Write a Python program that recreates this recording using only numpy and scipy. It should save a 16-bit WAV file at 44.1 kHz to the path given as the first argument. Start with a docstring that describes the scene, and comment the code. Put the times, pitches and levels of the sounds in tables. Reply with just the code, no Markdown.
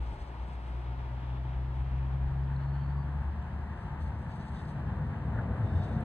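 """A snow-covered town street at night, through a phone's two microphone ports. From the start a small car
gathers speed, its exhaust a rising tone and its tyres hissing noise grains, then fades. Filtered noise gives
the town and low wind, sines a fan, resonant noise its duct; a jacket soon rustles close by. Faint squeaks
follow as ringing noise bursts. A second car nears, its tyres drumming and crunching on packed snow; late on,
its tyres throb in ruts, the car booms low, and its tyres crush clods."""
import sys
import numpy as np
from scipy import signal
from scipy.fft import rfft, irfft
from scipy.io import wavfile

SR = 44100
rng = np.random.default_rng(int(sys.argv[2]) if len(sys.argv) > 2 else 0)


def output_pcm(signal):
    """Save a mono or channel-first signal as 16-bit PCM at the path in sys.argv[1].

    Samples are clipped to [-1, 1] before scaling.
    """
    pcm = np.clip(np.atleast_2d(signal).T, -1, 1) * 32767
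    wavfile.write(sys.argv[1], SR, np.round(pcm).astype(np.int16))


N = 266364
TIME_S = np.arange(N) / SR
FREQS_HZ = np.maximum(np.fft.rfftfreq(N, 1 / SR), 1)

# Exhaust boom of the leaving car. Each row: time in seconds, level in dB.
BOOM_DB = [(0, -32.5), (.2, -44.5), (.5, -37.5), (1.25, -38.5), (1.8, -33.5), (2.2, -31), (2.55, -35),
           (3.3, -34.5), (3.8, -41.5), (4.1, -37.5), (4.5, -54)]
# Tyre hiss of the leaving car. Each row: frequency in Hz, relative density in dB per Hz.
LEAVING_HISS_DB = [(250, -8.5), (500, -2.5), (900, 4), (1400, 0.5), (2200, -5.5), (3200, -10), (4200, -18),
                   (6000, -32.5), (12000, -46.5)]
# Town hum. Each row: frequency in Hz, relative density in dB per Hz.
TOWN_SPECTRUM_DB = [(60, 10), (110, 9.5), (180, 4), (260, -1), (350, -0.5), (460, -6.5), (600, -4.5),
                    (760, -5), (890, -2.5), (1050, -8.5), (1500, -14), (3000, -26.5), (5800, -35),
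                    (7200, -43), (15000, -50.5)]
# Tones of a ventilation fan on a house front. Each row: frequency in Hz, level in dB.
FAN_TONES = [(70, -60), (120.6, -56), (241.2, -66.5), (361.8, -68.5)]
# Resonances of the fan's duct. Each row: frequency in Hz, width in Hz, level in dB.
DUCT_RESONANCES = [(716, 36, -64), (837, 34, -66), (892, 40, -62.5), (943, 35, -65.5)]
# Gusts over a steady breeze. Each row: centre in seconds, length in seconds, peak level in dB.
GUSTS = [(0, 0.83, -43.5), (2.1, 1.5, -44), (3.25, 0.47, -43)]
# Wind on the ports. Each row: frequency in Hz, relative density in dB per Hz.
WIND_SPECTRUM_DB = [(18, -27), (30, -21), (40, -4.5), (48, -3), (60, 0), (85, -11), (160, -17), (400, -50)]
# Swishes of the jacket sleeve. Each row: centre in seconds, length in seconds, peak level in dB.
SWISHES = [(.1, 0.76, -71.5), (.49, 0.3, -72.5), (.72, 0.33, -75.5), (1.78, .14, -79), (3.82, 0.15, -74),
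           (4.04, 0.12, -70.5), (4.47, 0.74, -71), (4.585, 0.17, -69), (4.69, 0.17, -72.5), (5.95, 1, -72)]
# Jacket cloth. Each row: frequency in Hz, relative density in dB per Hz.
CLOTH_DB = [(1500, -11.5), (3600, 9), (5600, 1.5), (7000, -4), (8300, 2.5), (10000, -7), (12000, -22.5),
            (15000, -21)]
# Faint squeaks and scrapes. Each row: centre in seconds, length in seconds, frequency in Hz, width in Hz,
# level in dB, glide in Hz per second, phase lead of the left port in rad.
SQUEAKS = [(1.302, .5, 3180, 600, -69.5, 0, 4.5), (2.0, .2, 2600, 700, -68, -1, 4.5),
           (2.44, .015, 4850, 395, -73, 1, 1), (2.565, 0.011, 4020, 400, -64.5, -1, .8),
           (2.62, .1, 4200, 600, -75.5, -4, .8), (2.779, .2, 2790, 1100, -69.5, 0, .8),
           (2.791, 0.49, 4410, 321, -74.5, 800, .8), (2.973, 0.13, 1130, 110, -54.5, 898, 0.33),
           (3.01, .11, 4610, 200, -76, -1500, .8), (3.7, .2, 1750, 450, -61, 0, .3),
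           (4.585, 0.07, 3580, 520, -66, 0, 1), (4.655, 0.006, 4700, 900, -67, 0, 1.9),
           (5.69, .19, 3620, 130, -68.5, -600, 1.4), (5.8, .4, 4500, 2000, -77, 0, 1.4),
           (5.83, 0.26, 3644, 220, -68, 297, 1.4), (5.901, .6, 2550, 700, -72, 0, 3),
           (5.978, 0.23, 3660, 220, -75, 0, 1.7)]
# Drumming, roar and crunch of the nearing car. Each row: frequency in Hz, relative density in dB per Hz.
DRUM_SPECTRUM_DB = [(30, -33), (48, -15), (62, 3.5), (92, -1), (145, 1.5), (180, -5.5), (225, -6.5),
                    (252, -14), (400, -34.5), (900, -53)]
ROAR_SPECTRUM_DB = [(120, -9.5), (280, -6.5), (480, -1.5), (720, -0.5), (950, -9.5), (1400, -11),
                    (2200, -21), (5000, -50.5)]
CRUNCH_SPECTRUM_DB = [(300, -22.5), (600, -5.5), (900, 4), (1150, 0), (1380, -3), (1700, -0.5),
                      (1950, -6.5), (2200, -11.5), (3500, -21.5), (5000, -38.5), (9000, -40.5),
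                      (15000, -58.5)]
# Engine of the nearing car. Each row: order of the crankshaft, level in dB against the tread roar.
ENGINE_ORDERS = [(3, 2.5), (7, -3), (9, -11), (10, -9), (13, -10.5), (15, -16.5), (16, -11), (18, -16.5),
                 (21, -14.5), (23, -18)]
# Tiny ticks of the jacket. Each row: centre in seconds, length in seconds, frequency in Hz, width in Hz, level in dB.
TICKS = [(3.427, .008, 7700, 900, -78), (6.008, 0.0037, 9000, 2000, -66)]
# Tyres dropping into ruts, one throb each, and one low boom of the car as it nears (the row at 5.755 s). Each
# row: centre in seconds, length in seconds, frequency in Hz, width in Hz, level in dB.
LOW_THROBS = [(4.765, 0.046, 145, 29, -36), (4.875, 0.075, 134, 64, -33.5), (5.02, .13, 80.4, 15, -34.5),
              (5.35, 0.14, 112, 10.3, -32), (5.46, .11, 90.3, 10, -31), (5.63, 0.11, 100, 21, -28),
              (5.755, 0.14, 88, 8.5, -28.5), (5.93, 0.14, 223, 12.7, -40)]
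# Snow clods crushed under a tyre. Each row: centre in seconds, length in seconds, frequency in Hz, width in Hz,
# level in dB.
CLODS = [(5.305, 0.0047, 2720, 900, -67), (5.3605, 0.0057, 840, 800, -40.5),
         (5.379, 0.0094, 1500, 700, -48), (5.39, 0.0057, 1510, 604, -40), (5.388, .06, 1544, 640, -48),
         (5.4, .14, 479, 360, -49)]
# Phase lead of the left port by direction. Each row: frequency in Hz, lead in rad.
FROM_LEFT_RAD = [(100, -3), (430, 1.5), (1100, 1.47), (1550, 3), (2200, 5.5), (3000, 5.5), (4300, 9),
                 (5400, 12.5), (8300, 9.5), (11000, 8.5), (15000, 15)]
FROM_AHEAD_RAD = [(100, 0), (1100, 0.2), (1800, 0.16), (2200, 2.5), (2800, 4), (3600, 4), (4300, 7),
                  (5400, 9.5), (8300, 12), (11000, 14), (15000, 19.5)]
FROM_HOLDER_RAD = [(1500, 2.5), (4300, 1.5), (5400, 3.5), (7000, 7.5), (8300, -2), (11000, 8), (15000, 11)]
# Balance of the ports. 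Each row: frequency in Hz, left minus right in dB.
PORT_BALANCE_DB = [(60, 1.77), (320, 1.54), (490, 1.8), (740, 4.35), (1130, 3.6), (1710, .7), (2600, -1.6),
                   (6000, 0.08)]
# Likeness of diffuse sound at the ports. Each row: frequency in Hz, likeness from 0 to 1.
DIFFUSE_LIKENESS = [(150, 1), (330, 0.93), (520, 0.67), (900, 0.61), (1400, 0.59), (2500, 0.19),
                    (4500, 0.89), (5500, 1), (9000, 1)]

# leaving car: the firing rate climbs ever faster
FIRING_HZ, CLIMB_HZ_PER_S, CLIMB_HZ_PER_S2 = 59.9, 1.68, .59
THROTTLE_ON_S, THROTTLE_ATTACK_S, THROTTLE_OFF_S, THROTTLE_RELEASE_S = 0.476, 0.5, 3, 0.54
PIPE_HZ, PIPE_WIDTH_HZ, OCTAVE_DB = 136.1, 11, -34.5
LEAVING_DB, TURNS_AWAY_S, AWAY_FADE_S, AWAY_LOSS_DB = -54.5, 2, 1, 12
# surroundings and jacket
TOWN_DB, BREEZE_DB, RUB_DB = -47, -49, -90
CREASE_HZ = 7500  # the cloth's hiss varies separately above and below
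# nearing car: straight path, steady speed, screened by houses until in view
SPEED_M_S, PASSES_S, NEAREST_M = 7.4, 6, 7.76
IN_VIEW_S, SCREEN_DB_PER_S = 2.87, 5.5
# levels at the nearest point; losses per doubling of distance
DRUM_DB, DRUM_LOSS_DB = -32.5, 6
ROAR_DB, ROAR_LOSS_DB = -47, 14.5
CRUNCH_DB, CRUNCH_LOSS_DB = -50.5, 1.25
SHAFT_HZ = 31.35
CLOD_LEAD_RAD = .3
# echo off the house front across the street
FRONT_DELAY_S, FRONT_DB, FRONT_DULL_HZ = .01805, -12, 1100
TOP_HZ, FADE_S = 15100, .006
# each port takes half of a phase or level difference, left first
PORT_HALVES = np.array([[.5], [-.5]])


def undb(db):
    """Decibels to gain."""
    return 10 ** (np.asarray(db) / 20)


def ramp(start_s, length_s):
    """Rises from 0 to 1, then holds."""
    return np.clip((TIME_S - start_s) / length_s, 0, 1)


def swells(table, steady_db):
    """Gain of a steady level plus events that swell and die away; powers add."""
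    power = undb(steady_db) ** 2
    for centre_s, length_s, db in table:
        arch = np.sin(np.pi * ramp(centre_s - length_s / 2, length_s))
        power = power + (undb(db) * arch) ** 2
    return np.sqrt(power)


def across(points):
    """(Hz, value) points joined on a log-frequency axis, held beyond the ends."""
    hz, value = np.transpose(points)
    return np.interp(np.log(FREQS_HZ), np.log(hz), value)


def colour(points):
    """Gain of a (Hz, dB) spectrum, rolling off beyond its ends."""
    low_cut = np.minimum(FREQS_HZ / points[0][0], 1) ** 3
    high_cut = np.minimum(points[-1][0] / FREQS_HZ, 1) ** 2
    return undb(across(points)) * low_cut * high_cut


def unit(x):
    """Scale to rms 1."""
    return x / np.sqrt(np.mean(x ** 2))


def walk(rate_hz, step_samples=32):
    """Smooth random wandering with components up to about rate_hz, rms 1."""
    times_s = TIME_S[::step_samples]
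    count = len(times_s)
    smooth = 1 / (1 + (np.fft.rfftfreq(count, step_samples / SR) / rate_hz) ** 4)
    coarse = irfft(rfft(rng.standard_normal(count)) * smooth, count)
    return unit(np.interp(TIME_S, times_s, coarse))


def turning_phase(hz):
    """Phase in rad of a tone whose frequency may vary."""
    return 2 * np.pi * np.cumsum(hz) / SR


def hiss():
    """Three unrelated noises: one shared, one for each port."""
    return rng.standard_normal((3, N))


def grains(per_second, spread_db):
    """Three unrelated streams of tiny fractures, some bigger than the rest."""
    sizes = undb(spread_db * np.minimum(rng.exponential(size=(3, N)), 3))
    struck = rng.random((3, N)) < per_second / SR
    return np.sign(hiss()) * sizes * struck


def ports(drive, gain, lead_rad, likeness):
    """Colour a sound for both ports: a shared part that leads on the left, plus unrelated parts; rms 1."""
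    spectra = rfft(drive) * gain
    likeness = np.clip(likeness, 0, 1)
    shared = spectra[0] * np.exp(1j * lead_rad * PORT_HALVES)
    return unit(irfft(np.sqrt(likeness) * shared + np.sqrt(1 - likeness) * spectra[1:], N))


def likeness_of(direct):
    """The more direct the sound, the more alike the ports."""
    return direct + (1 - direct) * across(DIFFUSE_LIKENESS)


def front_echo():
    """Direct sound plus an echo dulled by the snow: a comb of peaks."""
    echo = np.exp(-2j * np.pi * FREQS_HZ * FRONT_DELAY_S) / (1 + (FREQS_HZ / FRONT_DULL_HZ) ** 2)
    return 1 + undb(FRONT_DB) * echo


def ring(centre_s, length_s, hz, width_hz, db, glide_hz_per_s=0, lead_rad=0):
    """A short run of jolts or slips rings one resonance, swelling and dying away."""
    jolts = rng.standard_normal(SR) + 1j * rng.standard_normal(SR)
    span = np.flatnonzero(np.abs(TIME_S - centre_s) < length_s / 2)
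    t = TIME_S[span] - centre_s
    # the narrower the resonance, the more slowly its strength wanders
    lowpass = signal.butter(4, width_hz / 2, fs=SR, output="sos")
    strength = signal.sosfilt(lowpass, jolts)[-len(t):]
    phase = 2 * np.pi * (hz + glide_hz_per_s * t / 2) * t
    wave = strength * np.exp(1j * (phase + lead_rad * PORT_HALVES))
    out = np.zeros((2, N))
    out[:, span] = unit(wave.real) * np.cos(np.pi * t / length_s) * undb(db)
    return out


def leaving_exhaust(wobble=.001, throb_db=.2):
    """Firings boom as a sine; the throttle adds their octave, climbing through a pipe resonance."""
    firing_hz = FIRING_HZ + CLIMB_HZ_PER_S * TIME_S + CLIMB_HZ_PER_S2 * TIME_S ** 2
    phase = turning_phase(firing_hz * (1 + wobble * walk(5.4)))
    throttle = ramp(THROTTLE_ON_S, THROTTLE_ATTACK_S) - ramp(THROTTLE_OFF_S, THROTTLE_RELEASE_S)
    pipe = 1 / np.hypot(1, 2 * (2 * firing_hz - PIPE_HZ) / PIPE_WIDTH_HZ)
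    boom = np.cos(phase) * undb(np.interp(TIME_S, *np.transpose(BOOM_DB)))
    octave = np.cos(2 * phase) * throttle * pipe * undb(OCTAVE_DB)
    return np.sqrt(2) * (boom + octave) * undb(throb_db * walk(16))


def leaving_tyres(patchy_db=1.22):
    """Grains hiss under the tyres from the left, dying down as the car turns away."""
    away = 1 - np.exp(-np.maximum(TIME_S - TURNS_AWAY_S, 0) / AWAY_FADE_S)
    gain = colour(LEAVING_HISS_DB) * front_echo()
    fractures = grains(per_second=9800, spread_db=1.0)
    tyres = ports(fractures, gain, across(FROM_LEFT_RAD), likeness_of(direct=0.68))
    return tyres * undb(LEAVING_DB - AWAY_LOSS_DB * away + patchy_db * walk(13))


def town(swell_db=.5):
    """Far traffic as noise diffused by the house fronts, swelling a little."""
    gain = colour(TOWN_SPECTRUM_DB) * front_echo()
    hum = ports(hiss(), gain, across(FROM_AHEAD_RAD), across(DIFFUSE_LIKENESS))
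    return hum * undb(TOWN_DB + swell_db * walk(2.6))


def fan(waver_db=-1.0):
    """Fan tones of steady pitch, wavering in level on the way across the street."""
    out = 0
    for hz, db in FAN_TONES:
        tone = np.sqrt(2) * np.cos(2 * np.pi * (hz * TIME_S + rng.random()))
        out = out + tone * undb(db + waver_db * walk(2.4))
    return out


def duct(drift=.012, swell_db=1.5):
    """Rushing air rings the fan's duct; each resonance drifts and swells on its own."""
    out = 0
    for hz, width_hz, db in DUCT_RESONANCES:
        phase = turning_phase(hz * (1 + drift * walk(1.477)))
        rush = walk(width_hz / 2) * np.cos(phase) + walk(width_hz / 2) * np.sin(phase)
        out = out + rush * undb(db + swell_db * walk(4.1))
    return out


def wind(buffet_db=2.5):
    """Low noise buffets the ports, following the gusts."""
    rumble = ports(hiss(), colour(WIND_SPECTRUM_DB), 0, likeness_of(direct=0.4))
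    return rumble * swells(GUSTS, BREEZE_DB) * undb(buffet_db * walk(9.0))


def jacket(catch_db=1.0, pressure_db=0.6, crease_db=2.5):
    """Fibres catch and slip as the arm turns, over a smooth rub; shifting creases change the colour."""
    fibres = unit(grains(per_second=3000, spread_db=4)) + hiss()
    cloth = rfft(ports(fibres, colour(CLOTH_DB), across(FROM_HOLDER_RAD), likeness_of(direct=0.94)))
    upper = 1 / (1 + (CREASE_HZ / FREQS_HZ) ** 8)
    creased = sum(irfft(cloth * part, N) * undb(crease_db * walk(16)) for part in (upper, 1 - upper))
    return creased * swells(SWISHES, RUB_DB) * undb(catch_db * walk(25) + pressure_db * walk(8))


def squeaks():
    """Squeaks and scrapes: slips ring resonances, some gliding in pitch."""
    return sum(ring(*row) for row in SQUEAKS)


def nearing_engine(waver_db=2.0, wobble=0.0026):
    """Crankshaft orders, each wavering as the path through the street changes."""
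    phase = turning_phase(SHAFT_HZ * (1 + wobble * walk(3.64)))
    out = 0
    for order, db in ENGINE_ORDERS:
        tone = np.sqrt(2) * np.cos(round(order) * phase + 2 * np.pi * rng.random())
        out = out + tone * undb(db + waver_db * walk(2.4))
    return out


def nearing_car(bumps_db=0.5, throb_db=0.9, patchy_db=1.1):
    """Bumps drum on tyres, tread and engine roar, snow grains break; all grow as distance shrinks."""
    distance_m = np.hypot(NEAREST_M, SPEED_M_S * (TIME_S - PASSES_S))
    doublings = np.log2(distance_m / NEAREST_M)
    screened_db = SCREEN_DB_PER_S * np.maximum(IN_VIEW_S - TIME_S, 0)
    shared_bumps_db = bumps_db * walk(4.2)
    lead_rad, echo = across(FROM_AHEAD_RAD), front_echo()

    drum = ports(hiss(), colour(DRUM_SPECTRUM_DB), lead_rad, likeness_of(direct=0.92))
    drum_level_db = DRUM_DB - DRUM_LOSS_DB * doublings + shared_bumps_db + throb_db * walk(7)

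    tread = ports(hiss(), colour(ROAR_SPECTRUM_DB) * echo, lead_rad, likeness_of(direct=0.74))
    roar = tread + nearing_engine()
    roar_level_db = ROAR_DB - ROAR_LOSS_DB * doublings + shared_bumps_db

    fractures = grains(per_second=4000, spread_db=2.5)
    crunch = ports(fractures, colour(CRUNCH_SPECTRUM_DB) * echo, lead_rad, likeness_of(direct=0.62))
    crunch_level_db = CRUNCH_DB - CRUNCH_LOSS_DB * doublings + patchy_db * walk(9.6)

    car = drum * undb(drum_level_db) + roar * undb(roar_level_db) + crunch * undb(crunch_level_db)
    return car * undb(-screened_db)


def ticks():
    """Tiny jacket ticks: very short bursts ring high resonances."""
    return sum(ring(*row) for row in TICKS)


def low_throbs():
    """Tyres drop into ruts and boom, and the car itself booms low as it nears; each throb rings one low
    resonance."""
    return sum(ring(*row) for row in LOW_THROBS)


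def clods():
    """Clods crushed under a tyre ring broad resonances, the left port leading."""
    return sum(ring(*row, lead_rad=CLOD_LEAD_RAD) for row in CLODS)


def scene():
    """Both cars, the surroundings and the small sounds, summed."""
    leaving = leaving_exhaust() + leaving_tyres()
    surroundings = town() + fan() + duct() + wind()
    small = jacket() + squeaks() + ticks()
    nearing = nearing_car() + low_throbs() + clods()
    return leaving + surroundings + small + nearing


def record(dry):
    """The two ports differ in colour; the phone cuts the top."""
    fade = np.clip(np.minimum(TIME_S, TIME_S[-1] - TIME_S) / FADE_S, 0, 1)
    balance = undb(across(PORT_BALANCE_DB) * PORT_HALVES)
    heard = irfft(rfft(dry * fade) * balance, N)
    return signal.sosfilt(signal.ellip(8, .2, 70, TOP_HZ, fs=SR, output="sos"), heard)


dry = scene()
out = record(dry)
output_pcm(out)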